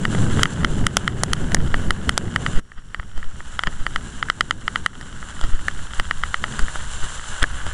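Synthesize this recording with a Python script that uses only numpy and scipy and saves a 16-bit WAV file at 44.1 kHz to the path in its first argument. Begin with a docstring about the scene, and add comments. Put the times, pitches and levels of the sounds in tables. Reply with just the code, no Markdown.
"""On a woodland trail deep in dry leaves, a small camera rides on a mountain bike, its microphone behind plastic.
Close below, tyres crush the leaves: random tiny snaps, coloured by the case, make a fine crackle over noise rumble.
Bumps rattle the case in its mount: short ringing modes knock hollowly, overload the microphone and duck its gain.
Jolts push slow swells of pressure with a scuff and a boom; a faint electronic whine lies behind.
Once the trail sound drops abruptly, then swells back over a second or so."""
import sys
import numpy as np
from scipy import signal
from scipy.fft import rfft, irfft
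from scipy.io import wavfile
from scipy.ndimage import uniform_filter1d

SR = 44100
rng = np.random.default_rng(int(sys.argv[2]) if len(sys.argv) > 2 else 0)


def unload_wav(signal):
    """Save mono or channel-first audio to the path in sys.argv[1] as 16-bit WAV at rate SR, clipped to [-1, 1]."""
    wavfile.write(
        sys.argv[1],
        SR,
        np.round(np.clip(np.atleast_2d(signal).T, -1, 1) * 32767).astype(np.int16),
    )


N = 340893
TIME = np.arange(N) / SR


def undb(db):
    """Decibels to gain."""
    return 10 ** (np.asarray(db) / 20)


def add(track, start_s, sound):
    """Mix a sound into the track from start_s on."""
    start = max(int(start_s * SR), 0)
    part = track[start:start + len(sound)]
    part += sound[:len(part)]


def unit(x):
    """Scale to rms 1."""
    return x / np.std(x)


def controls(table):
    """Join (time, value, ..) rows by straight lines, one track for each value column."""
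    times, *columns = np.transpose(table)
    return np.array([np.interp(TIME, times, column) for column in columns])


def colour(x, outline, resonances=()):
    """Shape a spectrum by a (Hz, dB) outline and by (Hz, width Hz, dB) resonances."""
    hz = np.maximum(np.arange(N // 2 + 1) * SR / N, 1)
    at_hz, at_db = np.transpose(outline)
    db = np.interp(np.log(hz), np.log(at_hz), at_db)
    for centre, width, lift in resonances:
        db = db + lift / (1 + (2 * (hz - centre) / width) ** 2)
    return irfft(rfft(x) * undb(db), N)


def cut(x, hz, kind, order):
    """Butterworth low-pass, high-pass or band-pass."""
    sos = signal.butter(order, hz, kind, fs=SR, output="sos")
    return signal.sosfilt(sos, x)


def walk(rate):
    """Random levels held 1 / rate seconds, then smoothed by two moving averages."""
    hold = int(SR / rate)
    held = np.repeat(rng.standard_normal(N // hold + 1), hold)
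    smooth = uniform_filter1d(uniform_filter1d(held, hold), hold)
    return 2.02 * smooth[:N]


def snaps(rate, spread_db):
    """Random tiny fractures, rate a second: many weak ones and a few strong; rms 1."""
    happens = rng.random(N) < rate / SR
    size = np.minimum(rng.exponential(size=N), 6)
    sign = rng.choice([-1, 1], N)
    return unit(happens * sign * undb(spread_db * size))


def rattle(rate, spread_db, ring):
    """Random light blows, rate a second, that all sound one ring; rms 1."""
    return unit(signal.fftconvolve(snaps(rate, spread_db), ring)[:N])


# the abrupt drop: start, fall time, time constant of the return; then nominal depth for each layer
DROP_AT_S, DROP_FALL_S, DROP_RECOVER_S = 2.595, 0.012, 0.54
DROP_LEAF_DB, DROP_RUMBLE_DB, DROP_WIND_DB, DROP_WHINE_DB = 25, 30, 13, 9


def drop():
    """Share of the abrupt drop in level, 0-1: a quick fall and a slow exponential return."""
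    since = np.maximum(TIME - DROP_AT_S, 0)
    return np.minimum(since / DROP_FALL_S, 1) * np.exp(-since / DROP_RECOVER_S)


def whine(dropped):
    """A faint thin electronic whine: a 5600 Hz sine whose phase wanders."""
    sine = np.sin(2 * np.pi * 5600 * TIME + 0.5 * walk(25))
    return undb(-63) * np.sqrt(2) * sine * undb(-DROP_WHINE_DB * dropped)


# low end of the ride: (time [s], relative trail rumble level [dB], relative wind buffet level [dB])
SHAKE = [(0, -26, -37), (.2, -23, -27.5), (.42, -16.5, -22.5), (.5, -22, -31.5), (.85, -24, -26.5),
         (1.1, -24, -31), (1.8, -26.5, -23.5), (2.4, -26.5, -36), (2.9, -34, -34.5), (3.7, -41.5, -35),
         (4.3, -34.5, -36), (4.9, -39, -40), (5.5, -42, -34), (6.3, -46.5, -31.5), (6.55, -32.5, -35),
         (6.72, -45, -31.5), (7.3, -50, -36.5), (7.73, -40.5, -27)]
# spectrum of the shaken frame: (frequency [Hz], relative level [dB])
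RUMBLE_COLOUR = [(40, -5.5), (90, -0.5), (140, 0.5), (200, -2.5), (280, -8.5), (400, -13.5), (600, -21.5),
                 (1000, -28.5), (2000, -67)]
# spectrum of the wind at the microphone: (frequency [Hz], relative level [dB])
WIND_COLOUR = [(6, 13), (15, 11.5), (30, -3), (60, -0.5), (100, -9), (200, -22.5), (400, -49)]


def rumble(dropped):
    """The rough trail shakes the frame, and eddies of air buffet the microphone: two low noises."""
    rumble_db, buffet_db = controls(SHAKE)
    rumble_db = rumble_db - DROP_RUMBLE_DB * dropped
    buffet_db = buffet_db - DROP_WIND_DB * dropped
    roughness_db = 1.5 * walk(30)  # shared by both noises
    shake = unit(colour(rng.standard_normal(N), RUMBLE_COLOUR))
    eddies = unit(colour(rng.standard_normal(N), WIND_COLOUR))
    shake = shake * undb(rumble_db + 1.0 + roughness_db)
    eddies = eddies * undb(buffet_db + 7.5 + roughness_db)
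    return shake + eddies


# leaf bed giving way under the tyres: (time [s], relative crunch level [dB], relative sizzle level [dB])
LEAF_BED = [(0, -38.5, -44.5), (.15, -35.5, -40), (.42, -31, -36), (.47, -34.5, -41), (.85, -37, -43),
            (1.0, -35.5, -42.5), (1.9, -37.5, -45.5), (2.55, -36.5, -42), (3.1, -40, -46),
            (3.85, -41.5, -46), (4.1, -39.5, -43.5), (4.6, -42.5, -47), (5.0, -43.5, -49),
            (5.4, -40.5, -44.5), (6.25, -40, -44.5), (6.6, -35.5, -40), (7.12, -36.5, -38),
            (7.73, -36, -43.5)]


def leaf_levels(dropped):
    """Crunch and sizzle levels along the trail, lowered by the drop."""
    return controls(LEAF_BED) - DROP_LEAF_DB * dropped


# spectrum of the crushed leaves: (frequency [Hz], relative level [dB])
LEAF_COLOUR = [(350, -8), (600, -1), (668, -4.5), (957, 1.5), (1510, 2), (1660, 6), (2410, -13),
               (2880, -3.5), (3060, -7), (4710, -14), (6500, -13.5), (7330, -7.5), (8880, -13.5),
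               (10000, -12.5), (10500, -19.5), (13600, -51), (22000, -120)]
# air resonances of the case in front of the microphone: (frequency [Hz], width [Hz], lift [dB])
CAVITY = [(1494, 130, 6), (1880, 200, -6.5), (2370, 930, 2), (3040, 320, 4.5), (4790, 600, -5.5),
          (5340, 260, -3), (6210, 260, 5), (7240, 460, 5)]


def leaves(crunch_db, sizzle_db):
    """Leaves fold under the tyres with a crunch and splinter with a finer sizzle, clump by clump."""
    clumps_db = 1.1 * walk(35)
    folds = colour(snaps(rate=3000, spread_db=1.0), LEAF_COLOUR, CAVITY)
    splinters = colour(snaps(rate=10000, spread_db=3.0), LEAF_COLOUR, CAVITY)
    crunch = unit(cut(folds, 3620, "low", order=6)) * undb(crunch_db - 2.65)
    sizzle = unit(cut(splinters, 3490, "high", order=6)) * undb(sizzle_db + 0.88)
    rustle = (crunch + sizzle) * undb(clumps_db)
    # the microphone takes in very little of the highest treble
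    mic_top = signal.ellip(8, 0.3, 60, 10700, fs=SR, output="sos")
    below = signal.sosfilt(mic_top, rustle)
    return below + undb(-16) * cut(rustle, 11550, "low", order=16)


# modes of the case, lowest first (thud, main shell, side wall, two upper ones):
# (frequency at pitch ratio 1 [Hz], relative level [dB], time to fall 60 dB [s], polarity [sign])
CASE = [(690, 0, 0.0032, 1), (1319, 0.3, 0.0099, -1), (1944, -2, 0.0087, 1), (3043, -1.5, 0.0065, 1),
        (4836, -17, 0.0067, -1)]


def case_ring(pitch, hardness, wall_db, thud_db):
    """One blow on the case: its modes swell during the contact and die in about ten milliseconds."""
    contact_s = 0.00043
    t = np.arange(SR // 30) / SR
    ring = 0
    # where the blow lands decides how much the thud and the side wall take part
    places_db = (thud_db, 0, wall_db, 0, 0)
    for (hz, db, t60, polarity), place_db in zip(CASE, places_db):
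        octaves_up = max(np.log2(hz / 1400), 0)
        lift_db = 0.49 * hardness * octaves_up  # a harder blow lifts the upper modes
        gain = np.sign(polarity) * undb(db + place_db + lift_db)
        decay = np.exp(-np.log(1000) * t / t60)
        ring = ring + gain * np.sin(2 * np.pi * hz * pitch * t) * decay
    return ring * (1 - np.exp(-t / contact_s))


# heavy jolts that push air against the microphone:
# (time [s], pressure before gain control [full scale], rise and fall constant [s], scuff level [dB])
JOLTS = [(2.568, .76, 0.011, -28), (2.783, -.1, 0.011, -42.5), (2.998, -0.15, 0.0047, -42),
         (3.177, 0.32, 0.018, -41), (3.273, -0.26, 0.032, -55), (3.672, -0.31, 0.0054, -21),
         (3.81, 0.31, 0.013, -37.5), (5.442, 0.67, .011, -28), (5.54, -0.91, .014, -34.5),
         (5.607, 0.24, 0.035, -61), (5.996, 0.39, 0.0096, -31), (6.595, 0.18, 0.0066, -28.5),
         (6.632, -0.72, 0.011, -36), (7.035, -0.21, 0.017, -31.5), (7.427, -.56, 0.0064, -19),
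         (7.666, -0.088, 0.0013, -26)]
# the boom of the frame: level above the scuff, decay time constant
BOOM_DB, BOOM_DECAY_S = -2, 0.02


def jolts():
    """Each jolt is a swell of pressure; around its crest the case scuffs its mount, then the frame booms."""
    swell, rub, shudder = np.zeros((3, N))
    boom_decay = np.exp(-np.arange(SR // 4) / SR / BOOM_DECAY_S)
    for crest_s, pressure, length_s, scuff_db in JOLTS:
        shape = np.exp(-np.minimum(np.abs(TIME - crest_s) / length_s, 20))
        swell += pressure * shape
        rub += undb(scuff_db) * shape
        add(shudder, crest_s, undb(scuff_db + BOOM_DB) * boom_decay)
    scuff = rattle(2000, 1.8, case_ring(1, 3, -3, -2))
    boom = unit(colour(rng.standard_normal(N), RUMBLE_COLOUR))
    return swell + rub * scuff + shudder * boom


def chatter(crunch_db):
    """Between the knocks the loose case keeps ticking lightly, now dull, now sharp."""
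    dull = rattle(40, 2.7, case_ring(0.97, -2, 4, -3))
    sharp = rattle(45, 2.9, case_ring(1.04, 5, -6, -6))
    return (dull + undb(0.5) * sharp) * undb(crunch_db - 8.5)


# a blow nearer the side wall rings lower and sounds that wall more:
# pitch ratio at which the wall is neutral, dB per unit of pitch ratio, limit in dB
WALL_NEUTRAL_PITCH, WALL_DB_PER_PITCH, WALL_MAX_DB = 1.0226, 125, 18.5
# case knocking in its mount:
# (time [s], strength [dB], pitch [ratio], hardness [relative, higher is brighter], thud level [dB])
KNOCKS = [(0.0525, -5.5, 0.97, 2.5, -2), (0.1489, -20.5, 0.98, 3, 17.5), (0.3936, -8, 1.06, -8, 5),
          (0.4323, 4.5, 1.02, 7.5, -15), (0.4558, -1, 0.99, 1, -14), (0.6468, 1, 1.027, 1.5, -24),
          (0.8667, 0, 1.01, 7.5, -23), (0.9688, 3.7, 1.07, 9.5, 9), (1.0778, 0.5, 1.004, 3.5, -16),
          (1.2347, -7.5, 1, 11.5, 14), (1.333, -1.5, 1.025, 8, -13), (1.5193, -21, 0.95, 8, 11),
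          (1.5461, -11.5, 0.92, 12.5, 17.5), (1.5681, -17, 0.94, 2, -2), (1.7423, -7, 0.94, -1, 6),
          (1.9066, -1, 1, 4, -3), (2.093, -2, 1.013, 7.5, 1.5), (2.1777, -3, 1.07, 9.5, 12.5),
          (2.3609, -2.5, 0.97, 3.5, -2), (2.4635, -3.5, 0.99, 2, -6), (2.7184, -31.5, .92, -1, 1),
          (2.9456, -15, .96, 2.5, -1), (2.9975, -17.5, 0.97, -7, 2), (3.0298, -29, 0.99, -8, 2),
          (3.1774, -30, 0.99, 8, 13), (3.229, -24, 0.93, -2, -8), (3.4049, -22, 0.94, -18, 3),
          (3.592, -3, 1.05, 1, -4), (3.636, -7, 1.006, 1.5, -3), (3.6712, -12, 0.92, 3.5, 8),
          (3.8656, -8, 0.97, 2.5, 1), (3.9602, -4, 1.005, 0.5, -8), (4.2273, -3, 1.015, -2.5, -14),
          (4.286, -26, 0.84, .5, -5), (4.2998, 1.5, 1.02, 1, -14), (4.4085, 5, 1.008, 3.5, -15),
          (4.509, 2.5, 1.01, 3, -9), (4.6795, -2, 1.004, 0, -8), (4.7583, -3, 1.005, 1.5, -8),
          (4.8618, -1.5, 0.98, 3.5, -6), (5.0116, -28.5, 0.94, 8, 13), (5.2276, -17, 1.01, -17, -5),
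          (5.4126, -17.5, 1.06, 6.5, 7.5), (5.4387, -19.5, 0.99, 5.5, 8), (5.683, -11.5, 0.91, 5.5, 7),
          (5.9978, -7.5, 0.98, 5.5, 4), (6.1105, -6, 0.96, 2, -1), (6.236, -2.5, 1.016, -7.5, -16),
          (6.343, -2, 1.003, -3, -8), (6.4402, -6, 0.98, 1.5, 0.5), (6.5923, -24, 0.79, 10.5, 10),
          (6.6828, -18.5, 0.93, -10, 4), (6.7572, -13.5, 1.04, -14, 5), (7.4286, -1, 1.1, 5.5, -10),
          (7.4398, -12.5, 0.87, 3.5, 13), (7.6665, -24.5, 1, 6, 14)]


def knocks():
    """Bumps knock the case on its mount; harder blows crack more, and a faint shiver follows each."""
    out = np.zeros(N)
    t = np.arange(SR // 30) / SR
    for hit_s, db, pitch, hardness, thud_db in KNOCKS:
        wall_db = min(WALL_DB_PER_PITCH * (WALL_NEUTRAL_PITCH - pitch), WALL_MAX_DB)
        # rough plastic on plastic: about a millisecond of grit that grows quickly with hardness
        grit = cut(rng.standard_normal(len(t)), [1200, 9500], "band", order=2)
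        grit = grit * (np.exp(-t / 0.00073) - np.exp(-t / 0.00022))
        crack = undb(3.11 * hardness - 17.0) * grit
        ring = case_ring(pitch, hardness, wall_db, thud_db)
        add(out, hit_s, undb(db) * (ring + crack))
    shiver = rng.standard_normal(len(t)) * np.exp(-t / 0.0056)
    shiver = shiver / np.linalg.norm(shiver)
    return out + undb(-23.0) * signal.fftconvolve(out, shiver)[:N]


def scene():
    """Everything that reaches the one microphone."""
    dropped = drop()
    crunch_db, sizzle_db = leaf_levels(dropped)
    trail = rumble(dropped) + leaves(crunch_db, sizzle_db) + jolts()
    case = chatter(crunch_db) + knocks()
    return (whine(dropped) + trail + case)[None]


# gain control: level at which it acts, dB of ducking per dB over it, deepest duck, reaction, recovery
DUCK_ABOVE_DB, DUCK_SLOPE, DUCK_MAX_DB, DUCK_LAG_S, DUCK_RECOVER_DB_PER_S = -9, 1, 6, 0.004, 28.5


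def gain_control(x):
    """Sharp peaks turn the gain down a moment later; it climbs back at a steady rate in dB."""
    # bass is left out of the level, averaged over a millisecond
    power = uniform_filter1d(cut(x, 400, "high", order=2) ** 2, SR // 1000)
    level_db = 10 * np.log10(np.maximum(power, 1e-12))
    wanted_db = np.clip(DUCK_SLOPE * (level_db - DUCK_ABOVE_DB), 0, DUCK_MAX_DB)
    # a running maximum against a rising line leaves a duck that fades steadily
    climb_db = DUCK_RECOVER_DB_PER_S * TIME
    duck_db = np.maximum.accumulate(wanted_db + climb_db) - climb_db
    smooth_db = uniform_filter1d(duck_db, SR // 300)
    late_db = np.interp(TIME - DUCK_LAG_S, TIME, smooth_db)
    return x * undb(-late_db)


def record(dry):
    """The gain ducks late, so the input flattens the hardest knocks; the top is dulled, then cut."""
    ceiling = 0.75  # of full scale, at the input
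    ridden = gain_control(dry[0])[None]
    clipped = ridden / (1 + (ridden / ceiling) ** 10) ** (1 / 10)
    dulled = colour(clipped, [(10400, 0), (11200, -12.0), (13000, -16), (16000, -23)])
    top_cut = signal.ellip(8, 0.2, 80, 16300, fs=SR, output="sos")
    return signal.sosfilt(top_cut, dulled)


dry = scene()
out = record(dry)
unload_wav(out)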